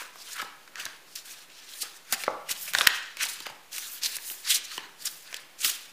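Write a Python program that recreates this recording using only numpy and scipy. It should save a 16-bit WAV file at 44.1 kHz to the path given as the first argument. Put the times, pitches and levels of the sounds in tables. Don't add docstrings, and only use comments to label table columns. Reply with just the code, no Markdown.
import sys
import numpy as np
from scipy import signal
from scipy.fft import rfft, irfft, next_fast_len
from scipy.io import wavfile
from scipy.ndimage import uniform_filter1d, map_coordinates

SR = 44100
rng = np.random.default_rng(int(sys.argv[2]) if len(sys.argv) > 2 else 0)


def persist_wave(psi):
    counts = np.round(np.clip(psi, -1, 1) * 32767).astype(np.int16)
    wavfile.write(sys.argv[1], SR, np.atleast_2d(counts).T)


def to_linear_factor(level_db):
    exponent = np.asarray(level_db, float) / 20
    return 10 ** exponent


N = 261072

# touch_s, length_s, touch_pressure_db, lift_pressure_db, hiss_over_body_db
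GLIDES = [(.13, 0.21, -57.5, -40, 3.5), (1.162, 0.073, -37.5, -55.5, 5), (1.24, 0.084, -53.5, -43.5, 6.5),
          (1.32, 0.13, -44.5, -54, 0), (1.5, 0.24, -52.5, -46.5, -15), (1.69, 0.1, -52, -47.5, 8),
          (1.84, 0.19, -42, -62, 1.5), (2.05, 0.094, -59.5, -33, 4), (2.157, 0.07, -47, -38.5, 5),
          (2.46, 0.055, -60, -26.5, 3.5), (2.55, 0.16, -47.5, -43.5, 9), (3.17, 0.063, -51, -22.5, -5),
          (3.26, 0.18, -40, -46, -1), (3.722, .05, -40.5, -36, 5), (3.74, 0.25, -40, -47.5, 7.5),
          (4.02, 0.036, -38, -27.5, -11), (4.07, .1, -40.5, -39.5, 5), (4.19, 0.1, -53, -45, 12),
          (4.3, 0.15, -46.5, -55, 10.5), (4.43, 0.091, -48, -45, 6), (4.51, 0.068, -40.5, -33, 3),
          (4.6, 0.169, -52, -39, 0), (5.09, 0.19, -49.5, -59, 11.5), (5.59, 0.064, -46.5, -26.5, 7),
          (5.66, .11, -30, -43, 9), (5.77, 0.13, -45, -53.5, 3.5)]
# touch_s, length_s, touch_pressure_db, lift_pressure_db, hiss_over_body_db
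DRAGS = [(0.0, 0.11, -39, -52, -2), (.385, 0.18, -35.5, -62, -3), (.76, 0.033, -47.5, -36.5, -11),
         (.8, 0.17, -37, -53, -5), (2.24, 0.16, -39.5, -63, -12), (2.74, 0.113, -30.5, -32, -4),
         (2.9, 0.33, -36, -55, -20), (3.46, 0.11, -37.5, -61, -23), (4.78, 0.14, -40, -61, -22),
         (4.99, 0.081, -59, -38, 7.5), (5.24, 0.077, -55.5, -46.5, 1), (5.34, 0.12, -41.5, -55.5, -14)]
TOUCH_DB_PER_MS, LIFT_DB_PER_MS = 1.8, 0.75
HISS_GROWS = 1.18
GLIDE_LOW_DB, DRAG_LOW_DB = -7.5, 3
# frequency_hz, density_db
FACE_HISS = [(500, -33), (1500, -26), (4000, -3), (7000, 3), (10000, 2.5), (13500, -3), (15500, 0)]
# frequency_hz, density_db
LOW_FLEX = [(300, -15), (900, -13), (1300, -4), (1700, 2.5), (2300, -3.5), (3500, -6.5), (7000, -31)]
# frequency_hz, density_db
HIGH_FLEX = [(1200, -40), (2500, -1), (3300, -1), (4500, 0), (6000, -2), (8000, -8), (12000, -18)]
# frequency_hz, density_db
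SKIM_HISS = [(6000, -23), (10000, -6), (14000, 2)]
SKIM_DB, SKIM_GROWS = -10, 0.78

# peak_s, level_db, hiss_over_body_db, body_hz, length_ms
SNAGS = [(.0015, -47, -10, 2500, 2.6), (.798, -35, -4, 2760, 24), (1.155, -42, 10, 4470, 3.2),
         (1.258, -54.5, 10, 3000, 24), (1.855, -40.5, -6, 1440, 17), (2.243, -30, -13, 4500, 2.5),
         (2.4921, -32, 2.5, 2330, 14), (2.6809, -35.5, 0, 2350, 26), (2.7483, -22, -15, 1480, 3.1),
         (2.7862, -19, -30, 3730, 4.3), (2.8165, -24, -30, 3800, 4.6), (2.797, -40, 9, 8000, 14),
         (3.208, -31, -28, 2430, 66), (3.2395, -20.5, -5, 2050, 3.4), (3.2901, -37.5, 7.5, 3920, 31),
         (4.023, -43, -14, 3970, 12), (4.035, -23.5, -18, 4950, 15), (4.301, -25, -14, 2550, 1.3),
         (4.45, -36.5, -25, 4330, 25), (4.476, -29, -19, 4430, 51), (4.5066, -19, 0.5, 3330, 34),
         (4.5457, -23, 3.5, 5900, 16), (5.052, -37, -3, 1580, 1.9), (5.0558, -36, 13.5, 7440, 11.5),
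         (5.402, -52, -3, 9000, 22), (5.66, -24, -6, 5250, 12)]
# peak_s, level_db, hiss_over_body_db, body_hz, length_ms
SWELLS = [(.0181, -35.5, -5.5, 950, 37), (.224, -43, -16, 5000, 37), (.299, -44, -20, 1440, 29),
          (.3346, -37.5, 1, 6450, 11), (.3834, -35, -14, 1600, 12), (1.135, -53, -1, 4960, 82),
          (1.972, -52.5, 6, 6000, 36), (2.8815, -22, -14, 2470, 1.2), (3.234, -31.5, 6, 4500, 17),
          (3.5028, -41, -2, 2260, 6.8), (4.066, -24.5, -4, 4200, 21), (4.6549, -35.5, -7, 5630, 17),
          (5.0257, -40, -1, 4600, 24), (5.2774, -47, -12, 4410, 21), (5.588, -47, -9, 7000, 2.8),
          (5.619, -29, -16, 6900, 13), (5.7008, -25.5, 6.5, 2800, 8.2)]
# peak_s, level_db,
# hiss_over_body_db, body_hz, length_ms
BRUSHES = [(.3665, -35, -3, 1500, 21), (.3992, -28, -26, 1320, 23), (.4177, -36.5, 2, 2010, 7.2),
           (1.391, -50.5, 3, 2930, 11), (1.5214, -50, -8, 3150, 10), (1.588, -50, -21, 5200, 58),
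           (1.8227, -28, 2.5, 4540, 21), (2.137, -25.5, 5, 1700, 11), (2.5151, -36.5, 14, 2340, 12),
           (2.5623, -41, -15, 3250, 26), (2.959, -38.5, 0, 5140, 43), (3.2553, -30.5, 4.5, 3700, 13),
           (3.269, -28, -14, 4000, 3.2), (3.335, -40.5, 3, 9350, 30), (3.7637, -39, 5, 4130, 7.8),
           (4.1582, -36, 8.5, 5080, 6.5), (4.186, -32, -10, 1720, 2.3), (4.3207, -39, -8, 1610, 4.7),
           (4.475, -36, -18, 1690, 31), (4.499, -24.5, 1, 4100, 18), (4.521, -26, 2, 3370, 8.3),
           (4.567, -27.5, -5, 7350, 13), (5.0723, -27, -8, 5000, 19), (5.368, -32.5, -3, 4570, 5.6),
           (1.79, -42, -20, 9400, 47), (1.871, -51, -30, 1450, 40), (4.725, -42, -30, 1240, 33),
         (5.075, -34, -27, 1600, 8), (.19, -49.5, -25, 5500, 40), (.79, -43, -30, 1200, 57),
         (1.65, -57, -25, 5500, 90), (.5, -53, -30, 1200, 90), (2.63, -34.5, -20, 12500, 67),
         (2.888, -36, -20, 12000, 14), (3.825, -40, -18, 6000, 18), (3.88, -40.5, -22, 7000, 33),
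         (3.935, -38, -20, 13000, 82), (3.976, -49, -25, 3280, 81), (4.084, -38, -20, 14000, 36),
         (4.27, -38, -20, 10000, 40), (4.315, -34, -20, 13500, 56), (4.507, -31.5, -25, 1600, 5.7),
         (4.558, -21, -7, 4500, 9.8), (4.716, -44, -25, 1680, 17), (4.72, -54, -27, 3320, 28)]
SNAG_RISE, SWELL_RISE, BRUSH_RISE = 0.2, 0.79, 0.53
SCRAPE_CANCEL_SHARE, EDGE_CANCEL_SHARE = 0.45, 0.48

# start_s, level_db, crack_over_ring_db, ring_hz, fall_ms
EDGE_TICKS = [(0.158, -45.5, -5, 1230, 1.3), (0.4192, -32, -12, 1920, 1.2), (0.4235, -37.5, -3, 1280, 1.2),
              (0.677, -46.5, -20, 1810, 2.2), (0.7572, -34, -14, 2200, 0.5),
              (0.8544, -30.5, -15, 5100, 2.1), (0.8635, -32.5, -20, 1500, 2.5),
              (1.159, -32.5, -12, 5070, 1.3), (2.123, -41, 2, 4000, 1), (2.1253, -28.5, 7.5, 4730, 3.9),
              (2.2369, -29.5, -5, 1960, 2), (2.267, -36, -13, 1940.0, 0.54), (2.4922, -34, -8, 2290, 1.5),
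              (2.736, -30.5, 5, 1540, 0.66), (2.7501, -16.5, -14.5, 1660, 1.4),
              (2.786, -20.5, -27, 3540, 0.88), (2.8104, -15, -18, 1470, 1.6), (2.816, -22, -33, 3660, 1.2),
              (3.1703, -36, -4.5, 2200, 1.7), (3.4042, -38, 1, 3700, 0.77), (3.2073, -33, -14, 1910, 7.7),
              (3.4668, -37, 0, 2260, 0.98), (3.7823, -38, 7, 2760, 3.8), (4.0478, -28, -15, 4520, 1.4),
              (4.0595, -28, -8, 5000, 1.2), (4.1675, -36, 7.5, 6500, 1.5), (4.7782, -38, 0, 5540, 0.92),
              (5.3283, -36, -13.0, 1920, 1.5), (5.3435, -30.5, -6, 2930, 1.4), (5.647, -24.5, 3, 2650, 4)]
# start_s, level_db, crack_over_ring_db, ring_hz, fall_ms
SLAP = [
    (2.8678, -22, -12, 2050, 1.4),
    (2.8705, -18, -16, 1850, 1),
    (2.872, -6, -1.5, 1950, .7),
    (2.8724, -13, -30, 4200, 1.2),
    (2.8752, -21, -15, 1900, 2),
]
# start_s, level_db, air_pocket_hz, stack_over_pocket_db
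KNOCKS = [(0.018, -36, 524, -21), (0.157, -42, 714, 2), (0.401, -40, 560, -8), (0.447, -40, 564, -10),
          (0.868, -43, 260, 4), (2.512, -39, 260, -12), (0.426, -34, 318, 9), (0.676, -57, 540, 13),
          (0.8612, -37, 730, 3), (1.832, -38.5, 474, 12), (2.126, -23.5, 755, 2), (2.239, -36.5, 534, 4),
          (2.2795, -11.5, 564, 2.5), (2.2808, -35, 824, -19), (2.5034, -41.5, 523, 10.5),
          (2.682, -41, 610, 4), (2.75, -29, 604, 11.5), (2.7869, -27, 600, 8), (2.8141, -26.5, 510, -4),
          (2.8722, -29, 550, 2), (3.1699, -43, 577, 4), (3.2362, -37, 770, 3), (3.259, -35, 774, 4),
          (3.4058, -40.5, 330, 4), (3.4671, -30.5, 560, 4.5), (3.5006, -32.5, 895, -11),
          (4.1677, -45, 540, 0), (4.311, -41.5, 350, 3.5), (4.781, -31, 348, -20), (5.3282, -38.5, 675, 2),
          (5.3424, -40, 500, -2), (5.6471, -40, 292, -15), (5.661, -37.5, 338, -17)]
# frequency_hz, level_db, t60_s
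DECK_MODES = [(1020, -0.5, 0.018), (1680, -5, 0.017), (2980, 8, 0.009), (4140, 1, 0.0066)]
# start_s, level_db
TAPS = [
    (3.4668, -32.5),
    (4.7796, -26),
]
# start_s, level_db, pitch_hz
PUFFS = [
    (0.425, -53, 131),
    (0.857, -49, 107),
    (2.123, -47.5, 122),
    (2.127, -38, 234),
    (2.508, -59, 145),
    (2.746, -47.5, 120),
    (2.81, -64, 110),
    (2.873, -56, 80),
    (3.505, -51.5, 139),
    (4.171, -58, 139),
]

# frequency_hz, t60_s
ROOM_DECAY = [(200, 0.34), (1400, 0.61), (3700, 0.64), (7000, 0.53), (12000, 0.28)]
# frequency_hz, level_db
WALL_COLOUR = [(200, 2), (450, -1), (850, 2), (1500, -4.5), (4000, -10), (8000, -13.5), (15000, -22)]
# frequency_hz, density_db
ROOM_TONE = [(20, -12), (35, -2), (60, -4.5), (150, -6.5), (300, 5), (1000, 4.5), (2500, 4.5), (6000, -2),
             (15000, -6)]
# time_s, level_db
RUMBLE = [(0.0, -84), (0.66, -80), (0.84, -76.5), (1.55, -78.5), (1.68, -89), (1.91, -83), (2.32, -66),
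          (2.54, -74), (2.72, -66), (3.03, -81), (3.41, -73), (3.79, -79), (4.5, -89), (4.91, -75),
          (5.34, -77), (5.92, -81)]
RUMBLE_HZ, RUMBLE_SHARPNESS = 161, 3
# frequency_hz, level_db
BAND_EDGE = [(15350, 0), (15600, -36), (16400, -48)]


def unit(x):
    return x / np.sqrt(np.mean(x ** 2) + 1e-20)


def along(points, hz):
    f, v = np.transpose(points)
    return np.interp(np.log(hz + 1), np.log(f + 1), v)


def wobble(rate):
    knots = rng.standard_normal(int(N * rate / SR) + 4)
    return map_coordinates(knots, [np.arange(N) * rate / SR])


def coloured(x, spectrum):
    size = next_fast_len(len(x) + 8192)
    gain = to_linear_factor(along(spectrum, np.fft.rfftfreq(size, 1 / SR)))
    return irfft(rfft(x, size) * gain, size)[:len(x)]


def resonant(x, hz, sharpness):
    peak = signal.iirpeak(hz, sharpness, SR)
    return signal.lfilter(*peak, signal.lfilter(*peak, x))


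def without_lows(x, hz, order):
    return signal.sosfilt(signal.butter(order, hz, "high", fs=SR, output="sos"), x)


def add(track, s, sound):
    i = max(round(s * SR), 0)
    track[i:i + len(sound)] += sound[:len(track) - i]


def rub(spectrum, grain_db, patchy_db):
    grain = wobble(600) + 1.1 * wobble(120)
    contacts = rng.standard_normal(N) * to_linear_factor(grain_db * grain)
    z = signal.stft(contacts, nperseg=256)[2]
    field = uniform_filter1d(rng.standard_normal(z.shape), size=4, axis=0)
    field = uniform_filter1d(field, size=14, axis=1)
    patchy = signal.istft(z * to_linear_factor(patchy_db * unit(field)), nperseg=256)[1][:N]
    return unit(coloured(patchy, spectrum))


def strokes(rows):
    t = np.arange(0, N + 64, 32) / SR
    s, length, in_db, out_db, hiss_db = np.transpose(rows)[..., None]
    press = in_db + (out_db - in_db) * np.clip((t - s) / length, 0, 1)
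    before, after = np.maximum(s - t, 0), np.maximum(t - s - length, 0)
    edge = -1000 * (TOUCH_DB_PER_MS * before + LIFT_DB_PER_MS * after)
    top = np.maximum(in_db, out_db)
    levels = press + edge, top + HISS_GROWS * (press - top) + hiss_db + edge
    return [np.interp(np.arange(N) / SR, t, np.maximum(v.max(axis=0), -120)) for v in levels]


def slides():
    glide_db, glide_hiss_db = strokes(GLIDES)
    drag_db, drag_hiss_db = strokes(DRAGS)
    hiss_db, body_db = np.maximum(glide_hiss_db, drag_hiss_db), np.maximum(glide_db, drag_db)
    drag_share = 1 / (1 + to_linear_factor(glide_db - drag_db))
    tilt_db = GLIDE_LOW_DB + (DRAG_LOW_DB - GLIDE_LOW_DB) * drag_share
    low_share = 1 / (1 + to_linear_factor(-2 * tilt_db))
    grip_db = 0.7 * wobble(45)
    low = np.sqrt(low_share) * rub(LOW_FLEX, grain_db=1.5, patchy_db=2.8)
    high = np.sqrt(1 - low_share) * rub(HIGH_FLEX, grain_db=1.5, patchy_db=2.8)
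    hiss = rub(FACE_HISS, grain_db=1.5, patchy_db=0.8)
    skim_db = SKIM_DB + SKIM_GROWS * np.clip(hiss_db - body_db, -20, 20)
    hiss = hiss + to_linear_factor(skim_db) * rub(SKIM_HISS, grain_db=1.5, patchy_db=0.8)
    return to_linear_factor(hiss_db - 6.5 + grip_db) * hiss + to_linear_factor(body_db - 1.5 + grip_db) * (low + high)


def scuffs():
    out, t = np.zeros(N), np.arange(-3072, 3072) / SR
    grit = to_linear_factor(1.2 * wobble(500))
    kinds = (SNAGS, SNAG_RISE), (SWELLS, SWELL_RISE), (BRUSHES, BRUSH_RISE)
    for rows, rise in kinds:
        for s, db, hiss_db, hz, ms in rows:
            rise_ms, fall_ms = max(rise * ms, 0.2), max((1 - rise) * ms, 0.2)
            shape = to_linear_factor(np.where(t < 0, 9000 * t / rise_ms, -9000 * t / fall_ms))
            local_grit = grit[round(s * SR * 0.9):][:len(t)]
            friction, hiss = rng.standard_normal((2, len(t))) * local_grit
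            flex = unit(resonant(friction, hz, sharpness=3.5))
            flex = flex + 0.4 * unit(resonant(friction, min(2.1 * hz, 15000), sharpness=4.5))
            base = unit(resonant(friction, 0.9 * hz, sharpness=0.65))
            body = without_lows(0.42 * flex + 0.9 * base, SCRAPE_CANCEL_SHARE * hz, order=3)
            sound = shape * (body + to_linear_factor(hiss_db) * unit(coloured(hiss, FACE_HISS)))
            skip = max(round((-t[0] - s) * SR), 0)
            add(out, s + t[0], to_linear_factor(db - 2.0) * sound[skip:])
    return out


def ticks():
    out, t = np.zeros(N), np.arange(1024) / SR
    for s, db, crack_db, hz, fall_ms in EDGE_TICKS + SLAP:
        chatter = rng.standard_normal((2, len(t))) * to_linear_factor(-6000 * t / max(fall_ms, 0.2))
        chatter[:, 0] = 6
        ring = unit(resonant(chatter[0], hz, sharpness=1.33))
        ring = ring + 0.5 * unit(resonant(chatter[0], 1.88 * hz, sharpness=0.98))
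        ring = without_lows(ring, EDGE_CANCEL_SHARE * hz, order=2)
        crack = unit(resonant(chatter[1], 8400, sharpness=0.41))
        level = to_linear_factor(db - 11.5) * np.sqrt(fall_ms + 0.96)
        add(out, s - 0.0002, level * (ring + to_linear_factor(crack_db) * crack))
    return out


def knocks():
    out, t = np.zeros(N), np.arange(2048) / SR

    def ring(hz, t60):
        return np.sin(2 * np.pi * hz * t) * to_linear_factor(-60 * t / t60)

    for s, db, hz, stack_db in KNOCKS:
        loose = 1 + 0.094 * rng.standard_normal(4)
        stack = -0.45 * ring(800 * loose[0], 0.034) + ring(1050 * loose[1], 0.022)
        stack += 0.66 * ring(1270 * loose[2], 0.025) + 0.49 * ring(2030 * loose[3], 0.016)
        onset = 1 - np.exp(-t / 0.00031)
        add(out, s, to_linear_factor(db + 1.5) * onset * (ring(hz, 0.016) + 0.47 * to_linear_factor(stack_db) * stack))
    return out


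def taps():
    out, t = np.zeros(N), np.arange(2048) / SR
    for s, db in TAPS:
        ring = np.zeros(len(t))
        for hz, level_db, t60 in DECK_MODES:
            struck_db = level_db + 1.1 * rng.standard_normal()
            ring += to_linear_factor(struck_db - 60 * t / t60) * np.sin(2 * np.pi * hz * t)
        add(out, s, to_linear_factor(db) * (1 - np.exp(-t / 0.00019)) * ring)
    return out


def puffs():
    out, t = np.zeros(N), np.arange(4096) / SR
    for s, db, hz in PUFFS:
        shape = to_linear_factor(db + 5.5 - 60 * t / 0.057) * (1 - np.exp(-t / 0.0072))
        add(out, s, shape * np.sin(2 * np.pi * hz * t))
    return out


def room(x):
    out, step = np.zeros(N + SR), SR // 4
    for start in range(0, N, step):
        hz, t, z = signal.stft(rng.standard_normal(SR * 3 // 4), SR, nperseg=256)
        decay = to_linear_factor(-60 * t / along(ROOM_DECAY, hz)[:, None])
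        tail = signal.istft(z * decay, SR, nperseg=256)[1]
        tail *= 1 - np.exp(-np.arange(len(tail)) / SR / 0.018)
        add(out, start / SR, signal.fftconvolve(x[start:start + step], tail / np.linalg.norm(tail)))
    return coloured(out[:N], WALL_COLOUR)


def room_tone():
    return to_linear_factor(-55.5) * rub(ROOM_TONE, grain_db=0.2, patchy_db=0.6)


def rumble():
    s, db = np.transpose(RUMBLE)
    level = to_linear_factor(np.interp(np.arange(N) / SR, s, db) + 1.0)
    return level * unit(resonant(rng.standard_normal(N), RUMBLE_HZ, RUMBLE_SHARPNESS))


def scene():
    edges = without_lows(ticks() + scuffs(), 1150, order=3)
    cards = slides() + edges + knocks() + taps()
    cards = without_lows(cards, 210, order=2)
    return (cards + to_linear_factor(-6.5) * room(cards) + puffs() + room_tone() + rumble())[None]


def low_pass(x):
    return signal.sosfilt(signal.butter(12, 16450, fs=SR, output="sos"), x)


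def record(dry):
    clipped = dry[0] / (1 + np.abs(dry[0] / 0.99) ** 8) ** (1 / 8)
    offset = 0.001
    mix = coloured(clipped, BAND_EDGE)[None] + offset
    return low_pass(mix)


dry = scene()
out = record(dry)
persist_wave(out)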